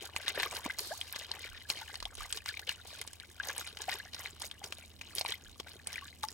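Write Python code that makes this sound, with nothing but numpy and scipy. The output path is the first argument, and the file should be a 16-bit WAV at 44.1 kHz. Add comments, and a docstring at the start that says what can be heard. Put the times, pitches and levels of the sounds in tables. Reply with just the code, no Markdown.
"""Rinsing a cloth in a metal basin

A wet cloth is squeezed, lifted and dunked by hand, outdoors. Each stroke churns up a swarm of tiny
bubbles and spray; each lift lets water stream off. Drops and folds of cloth slap the surface, and
larger air pockets ring, most with a rising pitch. Behind it lie a distant low hum and a light breeze."""
import sys
import numpy as np
from scipy import signal
from scipy.fft import rfft, irfft, next_fast_len
from scipy.io import wavfile

SR = 44100
rng = np.random.default_rng(int(sys.argv[2]) if len(sys.argv) > 2 else 0)


def store_pcm(level_fs):
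    """Save levels as 16-bit WAV."""
    pcm = np.round(np.clip(level_fs, -1, 1) * 32767).astype(np.int16)
    wavfile.write(sys.argv[1], SR, np.atleast_2d(pcm).T)


N = 279153
TIME = np.arange(N) / SR
SPLASH_WIDTH = .42   # spray scatters over the basin: side against mid


def from_db(db):
    """Decibels to gain."""
    return 10 ** (np.asarray(db) / 20)


def rms_one(x):
    """Scale to unit power."""
    return x / np.sqrt(np.mean(x ** 2) + 1e-20)


def unit_energy(x):
    """Scale a short sound to a mean energy of 1 per channel."""
    return rms_one(x) / np.sqrt(x.shape[-1])


def at_hz(points, hz):
    """Read a curve on a log-frequency axis."""
    f, value = np.transpose(points)
    return np.interp(np.log(hz + 1), np.log(f + 1), value)


def add(out, s, sound):
    """Mix a sound in at s seconds."""
    i = int(np.clip(s * SR, 0, N - 1))
    out[..., i:i + sound.shape[-1]] += sound[..., :N - i]


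def band(x, low_hz, high_hz):
    """Causal band-pass."""
    sos = signal.butter(2, [low_hz, min(high_hz, .45 * SR)], "band", fs=SR, output="sos")
    return signal.sosfilt(sos, x)


def coloured(x, spectrum):
    """EQ a steady noise; rms 1."""
    size = next_fast_len(N)
    gain = from_db(at_hz(spectrum, np.arange(size // 2 + 1) * SR / size))
    return rms_one(irfft(rfft(x, size) * gain, size)[..., :N])


def drift(rate_hz):
    """Smooth random modulation with a spread of 1."""
    step, run_in = 40, 2000
    pole = np.exp(-2 * np.pi * rate_hz * step / SR)
    noise = rng.standard_normal(N // step + run_in + 2)
    slow = signal.lfilter([1], [1, -2 * pole, pole ** 2], noise)[run_in:]
    return np.interp(np.arange(N) / step, np.arange(len(slow)), rms_one(slow))


def stereo_noise(width):
    """Mid/side white noise; width is the side gain."""
    mid, side = rng.standard_normal((2, N))
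    return rms_one(mid + width * side * np.array([[1], [-1]]))


def panned(sound, pan_db):
    """Place a point source, pan_db louder on the left."""
    return sound * from_db(np.array([[.5], [-.5]]) * pan_db)


def onset(start_s, attack_s):
    """Silence, then a quick rise around start_s."""
    return np.clip((TIME - start_s) / attack_s + .5, 0, 1)


def fade(start_s, t60):
    """Full level until start_s, then dying away."""
    return from_db(-60 * np.clip((TIME - start_s) / t60, 0, 3))


# EQ of the outdoor air: f/Hz, relative level/dB
AIR_EQ = [(25, -35), (50, 8.5), (85, 12), (130, 1), (250, 0.5), (500, -4), (1000, -11), (3000, -51),
          (8000, -16), (16000, -24)]
def still_air(level_db=-63.5):
    """A steady, dark bed of outdoor noise."""
    return from_db(level_db) * coloured(stereo_noise(width=.78), AIR_EQ)


# tones of the hum: f/Hz, rms level/dB
HUM_TONES = [(78.8, -63), (100, -70)]
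def distant_hum(waver_db=.5):
    """Something hums far off, wavering in level and phase."""
    hum = np.zeros(N)
    for hz, db in HUM_TONES:
        peak = np.sqrt(2) * from_db(db + waver_db * drift(3.9))
        hum += peak * np.sin(2 * np.pi * hz * TIME + drift(1.5))
    return hum


# fader curve of the rumble: t/s, level/dB
RUMBLE_SWELL = [(0, -93), (3.8, -72.5), (5.2, -68), (6.33, -67)]
def far_rumble():
    """A faint low rumble swells in the distance."""
    level_db = np.interp(TIME, *np.transpose(RUMBLE_SWELL))
    return from_db(level_db) * rms_one(band(stereo_noise(width=.15), 112, 300))


# crests of the wind puffs: t/s, level/dB
WIND_PUFFS = [(0.42, -62), (1.53, -55), (2.05, -49), (2.19, -52.5), (2.35, -60), (5.5, -64)]
def breeze(steady_db=-74.5, puff_s=.05):
    """Wind on the microphone: a steady deep breath with bell-shaped puffs on top."""
    puffs = sum(from_db(db) * np.exp(-((TIME - s) / puff_s) ** 2) for s, db in WIND_PUFFS)
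    return (from_db(steady_db) + puffs) * rms_one(band(stereo_noise(width=1), 35, 47))


def drips(per_s=8, level_db=-50.5, spread_db=4, snap_s=.0011):
    """Stray drops fall from the cloth all the while, each a brief bright snap."""
    falls = rng.random(N) < per_s / SR
    strength = from_db(level_db + spread_db * np.clip(rng.standard_normal(N), -2, 2))
    snaps = signal.lfilter([1], [1, -np.exp(-1 / (snap_s * SR))], falls * strength + 1e-18)
    return snaps * rms_one(band(stereo_noise(SPLASH_WIDTH), 3200, 15000))


# EQ of the running water: f/Hz, relative level/dB
STREAM_EQ = [(300, -4), (1000, -7), (2500, -11), (4300, 7), (6500, -6.5), (10000, -4), (16000, -18)]
# lifts of the cloth: t/s, level/dB, hold/s, t60/s
CLOTH_LIFTS = [(0.808, -45.5, 0.047, 1.02), (1.677, -56, 0.11, 0.65), (2.868, -53.5, 0.035, 0.75)]
def streaming(attack_s=.012):
    """Water runs off the lifted cloth in a smooth hiss that thins out as it drains."""
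    flow = sum(from_db(db) * onset(s, attack_s) * fade(s + hold, t60) for s, db, hold, t60 in CLOTH_LIFTS)
    return flow * coloured(stereo_noise(width=.98), STREAM_EQ)


# EQ of froth and splatter: f/Hz, relative level/dB
SPLATTER_EQ = [(120, -1), (300, -15), (700, 1.5), (1800, -1), (4000, 5), (8000, -4), (12000, -15),
               (16000, -16.5)]
def froth(low_hz, high_hz, ragged_db, width=SPLASH_WIDTH):
    """Films of water tear: noise in very short uneven spurts; rms 1."""
    spurts = stereo_noise(width) * from_db(ragged_db * np.minimum(drift(184), 2))
    return rms_one(band(coloured(spurts, SPLATTER_EQ), low_hz, high_hz))


def bubble(hz, t60, rise):
    """Trapped air rings as a damped sine; near the surface it swells and climbs about rise octaves."""
    t60 = max(t60, 1e-3)
    age = np.arange(int(2 * t60 * SR)) / (t60 * SR)
    pitch = hz * 2 ** (1.3 * rise * np.tanh(age ** 1.3 / 1.3))
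    attack = 1 - np.exp(-age * t60 * hz / (.7 + 4 * rise))
    decay = from_db(-60 * age) + from_db(-25 - 25 * age)   # with a faint lingering tail
    envelope = attack * decay
    return np.sin(2 * np.pi * np.cumsum(pitch) / SR) * envelope / envelope.max()


def swarm(level_db, low_hz, high_hz, cycles, spread_db, rise, max_count, crowded_db=-41.5):
    """Small bubbles, most faint and a few strong: single pings in calm water, a crowd in a stroke."""
    out = np.zeros((2, N))
    when, pitch, size, life, pan, luck = rng.random((max_count, 6)).T
    gain = from_db(level_db[(when * N).astype(int)])
    chance = np.minimum(gain / from_db(crowded_db), 1)
    strength = gain * rms_one(from_db(spread_db * size ** 2)) * np.sqrt(N / max_count / chance)
    for k in np.flatnonzero(luck < chance):
        hz = low_hz * (high_hz / low_hz) ** pitch[k]
        t60 = cycles * 4 ** (life[k] - .5) / hz
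        ping = strength[k] * unit_energy(bubble(hz, t60, rise * life[k] ** 2))
        add(out, when[k] * N / SR, panned(ping, 7 * (pan[k] - .5)))
    return out


def frothing(db, pivot_db=-49, steepness=1.02):
    """Froth level in dB: it needs hard work, so it grows slightly faster than the bubbling."""
    return pivot_db + steepness * (db - pivot_db)


# pushes of the cloth through the water: t/s, length/s, bubbling/dB, deep slosh/dB, fine spray/dB
HAND_STROKES = [(0.0, 0.057, -48.5, -53, -54), (0.146, 0.1, -49, -59, -49.5),
                (0.26, 0.038, -39.5, -50, -44.5), (0.344, 0.099, -39, -45, -45.5),
                (0.517, 0.047, -46.5, -47, -47), (0.64, 0.015, -45, -48, -49.5),
                (0.779, 0.0099, -48, -48, -40), (0.845, 0.24, -56, -61.5, -52.5),
                (1.112, 0.048, -47, -53.5, -56.5), (1.187, 0.048, -46, -58.5, -49),
                (1.281, 0.069, -49, -53.5, -64), (1.389, 0.079, -47.5, -65, -54),
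                (1.541, .03, -48.5, -72.5, -65), (1.689, 0.019, -44.5, -46.5, -40.5),
                (1.755, 0.046, -44, -61, -51.5), (1.874, 0.044, -50.5, -71, -65),
                (2.169, 0.093, -48, -56, -52.5), (2.293, 0.087, -49.5, -61, -49.5),
                (2.462, 0.032, -42, -66.5, -49), (2.671, 0.031, -40.5, -54.5, -48.5),
                (2.847, 0.15, -52, -62, -59), (3.426, 0.083, -45.5, -49.5, -47),
                (3.557, 0.047, -45, -51.5, -47), (3.663, 0.0074, -42, -58, -49.5),
                (3.788, 0.033, -45.5, -54.5, -49), (3.875, 0.068, -42.5, -50, -46.5),
                (3.958, .03, -47, -58.5, -56), (4.16, .115, -48, -54, -50.5),
                (4.399, 0.043, -49.5, -53, -45), (4.63, 0.013, -52, -48.5, -45),
                (4.758, 0.09, -57, -89, -65), (5.011, 0.13, -53.5, -63, -61.5),
                (5.157, 0.04, -46.5, -56, -41.5), (5.257, 0.055, -43.5, -52, -48.5),
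                (5.662, 0.053, -50, -60, -55), (5.859, .1, -51, -56.5, -54),
                (6.01, 0.096, -53.5, -80, -61.5), (6.224, 0.0043, -53, -58, -45),
                (6.299, .04, -58, -59, -55)]
def agitation(swell_db=3, calm_fall_db_per_s=.98):
    """Bubbling, slosh and spray envelopes in dB: each stroke catches, builds, collapses and lingers."""
    # between strokes, less water runs off the cloth as the rinsing goes on
    calm_db = np.array([[-57.5], [-65.5], [-61]]) - calm_fall_db_per_s * TIME
    linger = from_db([[-10.5], [-7], [-10]])   # fizz, rocking and mist outlast the stroke
    power = from_db(calm_db) ** 2
    for start, length, *levels_db in HAND_STROKES:
        end = start + length
        catch = onset(start, attack_s=.0053)
        swell = from_db(-swell_db * np.clip((end - TIME) / length, 0, 1))
        release = np.maximum(fade(end, t60=.19), linger * fade(end, t60=.65))
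        power += (from_db(levels_db)[:, None] * catch * swell * release) ** 2
    return 10 * np.log10(power)


def churn():
    """Working the cloth drives bubbles and froth, each in a low, a middle and a high layer."""
    bubbling_db, slosh_db, spray_db = agitation()
    gurgle = swarm(slosh_db - 1.5, 345.5, 1390, cycles=8.2, spread_db=20.5, rise=.76, max_count=7000)
    plinks = swarm(bubbling_db - 2.5, 1390, 4520, cycles=28.4, spread_db=18.5, rise=.6, max_count=9000)
    ticks = swarm(spray_db - 5.5, 4290, 13350, cycles=22, spread_db=36, rise=.05, max_count=9000)
    slosh = from_db(slosh_db - 2.5) * froth(145, 2000, ragged_db=4, width=.093)
    swish = from_db(frothing(bubbling_db) - 4.5) * froth(2000, 4750, ragged_db=9)
    spray = from_db(frothing(spray_db) - 1.5) * froth(7700, .45 * SR, ragged_db=11)
    return gurgle + plinks + ticks + slosh + swish + spray


# large bubbles: t/s, starting f/Hz, peak level/dB, t60/s, rise/octaves
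AIR_POCKETS = [(0.2655, 1820, -36, 0.035, 0.018), (0.3759, 1770, -28, 0.013, .1),
               (0.376, 554, -28, .018, 0), (0.3994, 1740, -31, 0.018, .2),
               (0.4594, 1150, -32.5, 0.023, 0.43), (0.649, 2230, -37.5, 0.026, 0.51),
               (0.6586, 259, -31.5, 0.017, .6), (0.698, 1480, -32.5, .021, 0.8),
               (0.7021, 2015, -30, 0.028, 0.36), (0.9082, 584, -33.5, 0.064, 1.83),
               (0.9162, 1570, -37.5, .029, 0.6), (1.4411, 2240, -34.5, 0.02, 0.35),
               (1.816, 884, -40, 0.043, 0.039), (2.0257, 1110, -33, 0.0079, .2),
               (2.054, 648, -43, 0.035, 1.76), (2.2063, 1164, -35.5, 0.016, 0.23),
               (2.4925, 1710, -32, 0.027, 0), (2.5407, 2220, -34.5, 0.012, .4),
               (2.571, 2310, -31.5, 0.017, 0.026), (2.6919, 2720, -22.5, 0.01, 0.35),
               (3.0152, 2120, -35, .012, 0), (3.3996, 1514, -27, 0.022, 0.65),
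               (3.496, 1660, -30, 0.025, 0.093), (3.882, 695, -28.5, .029, 1.02),
               (3.9244, 1883, -30, 0.033, 0), (3.999, 1595, -37, 0.027, 1), (4.2589, 2160, -25, 0.004, 0),
               (4.616, 786, -44.5, 0.036, 0.18), (4.835, 2200, -50, 0.042, 0.8),
               (5.2106, 700, -31.5, 0.012, 0), (5.2499, 920, -27, 0.007, 0), (5.2607, 2270, -27.5, 0.01, 0),
               (5.3389, 2026, -37, 0.021, 0.85), (5.5993, 396, -40.5, 0.0099, 0.3),
               (5.9575, 2260, -31.5, .012, 0.41), (5.9804, 1840, -30, 0.012, 0.42),
               (6.021, 1100, -44.5, 0.067, 0.27), (6.2356, 850, -31.5, 0.067, 0.18)]
def air_pockets(splash_db=-13.5, splash_s=.0096):
    """Large bubbles plink and gurgle; each is born in a small splash."""
    out, t = np.zeros((2, N)), np.arange(SR // 16) / SR
    wet = froth(200, 9000, ragged_db=9, width=.27)
    for (s, hz, db, t60, rise), pan_db in zip(AIR_POCKETS, rng.standard_normal(len(AIR_POCKETS))):
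        i = min(int(s * SR), N - len(t))
        splash = rms_one(band(wet[:, i:i + len(t)], hz * .82, hz * 2)) * np.exp(-t / splash_s)
        add(out, s, panned(from_db(db) * bubble(hz, t60, rise), pan_db))
        add(out, s, from_db(db + splash_db) * splash)
    return out


# drops and cloth hitting the water: t/s, impact level/dB, cavity f/Hz, splatter level/dB
WATER_HITS = [(0.163, -30.5, 2600, -35.5), (0.2809, -28, 3770, -37), (0.3993, -37.5, 4050, -41.5),
              (0.4313, -30, 1800, -34), (0.5113, -44, 7900, -50), (0.5667, -39, 4200, -39.5),
              (0.6615, -39, 1000, -43), (0.7925, -33, 4440, -46), (1.0131, -32, 3240, -50),
              (1.1257, -39, 11840, -59), (1.16, -48, 4130, -37.5), (1.316, -32, 4230, -63),
              (1.701, -31.5, 4400, -31), (1.942, -46, 2040, -44.5), (1.9555, -39.5, 4260, -46),
              (2.003, -45, 4000, -45.5), (2.0264, -48, 4800, -42.5), (2.0543, -35, 3400, -48),
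              (2.1525, -46.5, 9300, -51), (2.3263, -30.5, 8000, -35.5), (2.373, -43, 4670, -40),
              (2.4596, -47, 1980, -39.5), (2.4894, -32.5, 4430, -45), (2.5935, -48, 3640, -41),
              (2.6912, -51, 2440, -45), (3.0144, -39, 9450, -40.5), (3.076, -43.5, 8250, -47.5),
              (3.132, -47.5, 8600, -50.5), (3.2, -45.5, 3900, -51.5), (3.487, -38, 6350, -46),
              (3.5809, -34, 8630, -61), (3.6123, -43.5, 1400, -47), (3.771, -45, 3100, -43),
              (3.819, -41.5, 7000, -44), (3.8943, -35, 2160, -41), (3.916, -39.5, 4770, -42),
              (3.9294, -46, 2700, -41), (4.1319, -51, 4330, -43.5), (4.1456, -45, 5180, -40),
              (4.4188, -40, 8400, -41.5), (4.5133, -40.5, 3330, -50), (4.6398, -48, 8400, -40),
              (4.724, -41, 2600, -40.5), (4.784, -54.5, 10800, -55.5), (5.013, -44, 2510, -44.5),
              (5.152, -36, 10900, -68), (5.1834, -39.5, 4500, -33.5), (5.2114, -32, 4400, -36.5),
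              (5.2495, -41, 2430, -59), (5.261, -34.5, 4050, -53), (5.322, -32.5, 3640, -43),
              (5.599, -61, 3160, -39), (5.872, -35.5, 8700, -45), (5.9293, -44.5, 5900, -45),
              (6.2328, -36.5, 3940, -45.5), (6.2374, -37, 1140, -44.5), (6.2858, -39, 5070, -53)]
def slaps(cavity_db=3, crack_db=-9, tick_db=-12, crack_s=.0013, splatter_s=.0036, ragged_db=3.5):
    """Each hit is a bright tick and a wet crack around a tiny dying cavity, then a little splatter."""
    out, t = np.zeros((2, N)), np.arange(SR // 16) / SR
    spray = coloured(stereo_noise(SPLASH_WIDTH), SPLATTER_EQ)
    ragged = spray * from_db(ragged_db * np.minimum(drift(460), 2))
    for (s, db, hz, splatter_db), (pan, where) in zip(WATER_HITS, rng.random((len(WATER_HITS), 2))):
        i = int(where * (N - len(t)))
        burst = spray[:, i:i + len(t)] * np.exp(-t / crack_s)
        cavity = from_db(cavity_db) * unit_energy(bubble(hz, t60=12 / hz + .001, rise=.05))
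        crack = from_db(crack_db) * unit_energy(band(burst, hz / 4, hz * 2.65))
        tick = from_db(tick_db) * unit_energy(band(burst, 7500, 11300))
        tail = ragged[:, i:i + len(t)] * np.exp(-t / splatter_s)
        splatter = unit_energy(2.46 * tail + band(tail, hz / 2, hz * 1.21))   # humped at the cavity
        # an impact lasts about 2.5 ms, its splatter about 8 ms
        impact_gain = from_db(db) * np.sqrt(.0025 * SR)
        splatter_gain = from_db(splatter_db) * np.sqrt(.008 * SR)
        add(out, s, panned(impact_gain * cavity, 6 * (pan - .5)))
        add(out, s, impact_gain * (crack + tick) + splatter_gain * splatter)
    return out


def basin(water, wall_db=-10, wall_t60=.041, yard_db=-46, yard_t60=.44):
    """Add quick reflections off the basin wall and a faint scatter from the yard."""
    t = np.arange(SR // 3) / SR
    wall, yard = band(rng.standard_normal((2, 2, len(t))), 580, 20700)
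    wall = wall * from_db(-60 * t / wall_t60) * (t > .001)
    yard = yard * from_db(-60 * t / yard_t60) * (t > .01)
    echoes = from_db(wall_db) * unit_energy(wall) + from_db(yard_db) * unit_energy(yard)
    return water + signal.fftconvolve(water, echoes, axes=1)[:, :N]


def scene():
    """The water in its basin, against the outdoor bed."""
    water = churn() + drips() + slaps() + air_pockets() + streaming()
    return basin(water) + still_air() + distant_hum() + far_rumble() + breeze()


# balance of the two microphone ports: f/Hz, left minus right level/dB
MIC_BALANCE = [(60, -3.5), (92, -3.0), (140, -1.0), (210, 0.0), (330, 0.0), (500, 1.5), (770, 1.5),
               (1170, 2.5), (1790, 2.0), (2740, 8.0), (4190, -0.5), (6410, -1.0), (9810, -5.0),
               (15000, 2.0)]
# phase between the ports: f/Hz, left lead/rad
MIC_PHASE = [(0, 0), (2500, 0.4), (3190, -0.5), (3530, -2.0), (4570, -2.4), (5250, 0.5), (5600, 0.7),
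             (7240, -1.3), (8180, -1.7), (8960, -4.4), (10100, -5.7), (12100, -5.5), (14600, -6.3),
             (16400, -6.3)]
def record(dry, cutoff_hz=16200):
    """The two microphone ports colour and delay the sound differently; the top is cut steeply."""
    size = next_fast_len(N + 2048)
    hz = np.arange(size // 2 + 1) * SR / size
    sides = np.array([[.5], [-.5]])
    balance = from_db(sides * at_hz(MIC_BALANCE, hz))
    balance /= np.sqrt(np.mean(balance ** 2, axis=0))   # constant power
    phase = np.exp(1j * sides * at_hz(MIC_PHASE, hz))
    high_cut = 1 / np.sqrt(1 + (hz / cutoff_hz) ** 200)
    return irfft(rfft(dry, size) * balance * phase * high_cut, size)[:, :N]


dry = scene()
out = record(dry)
store_pcm(out)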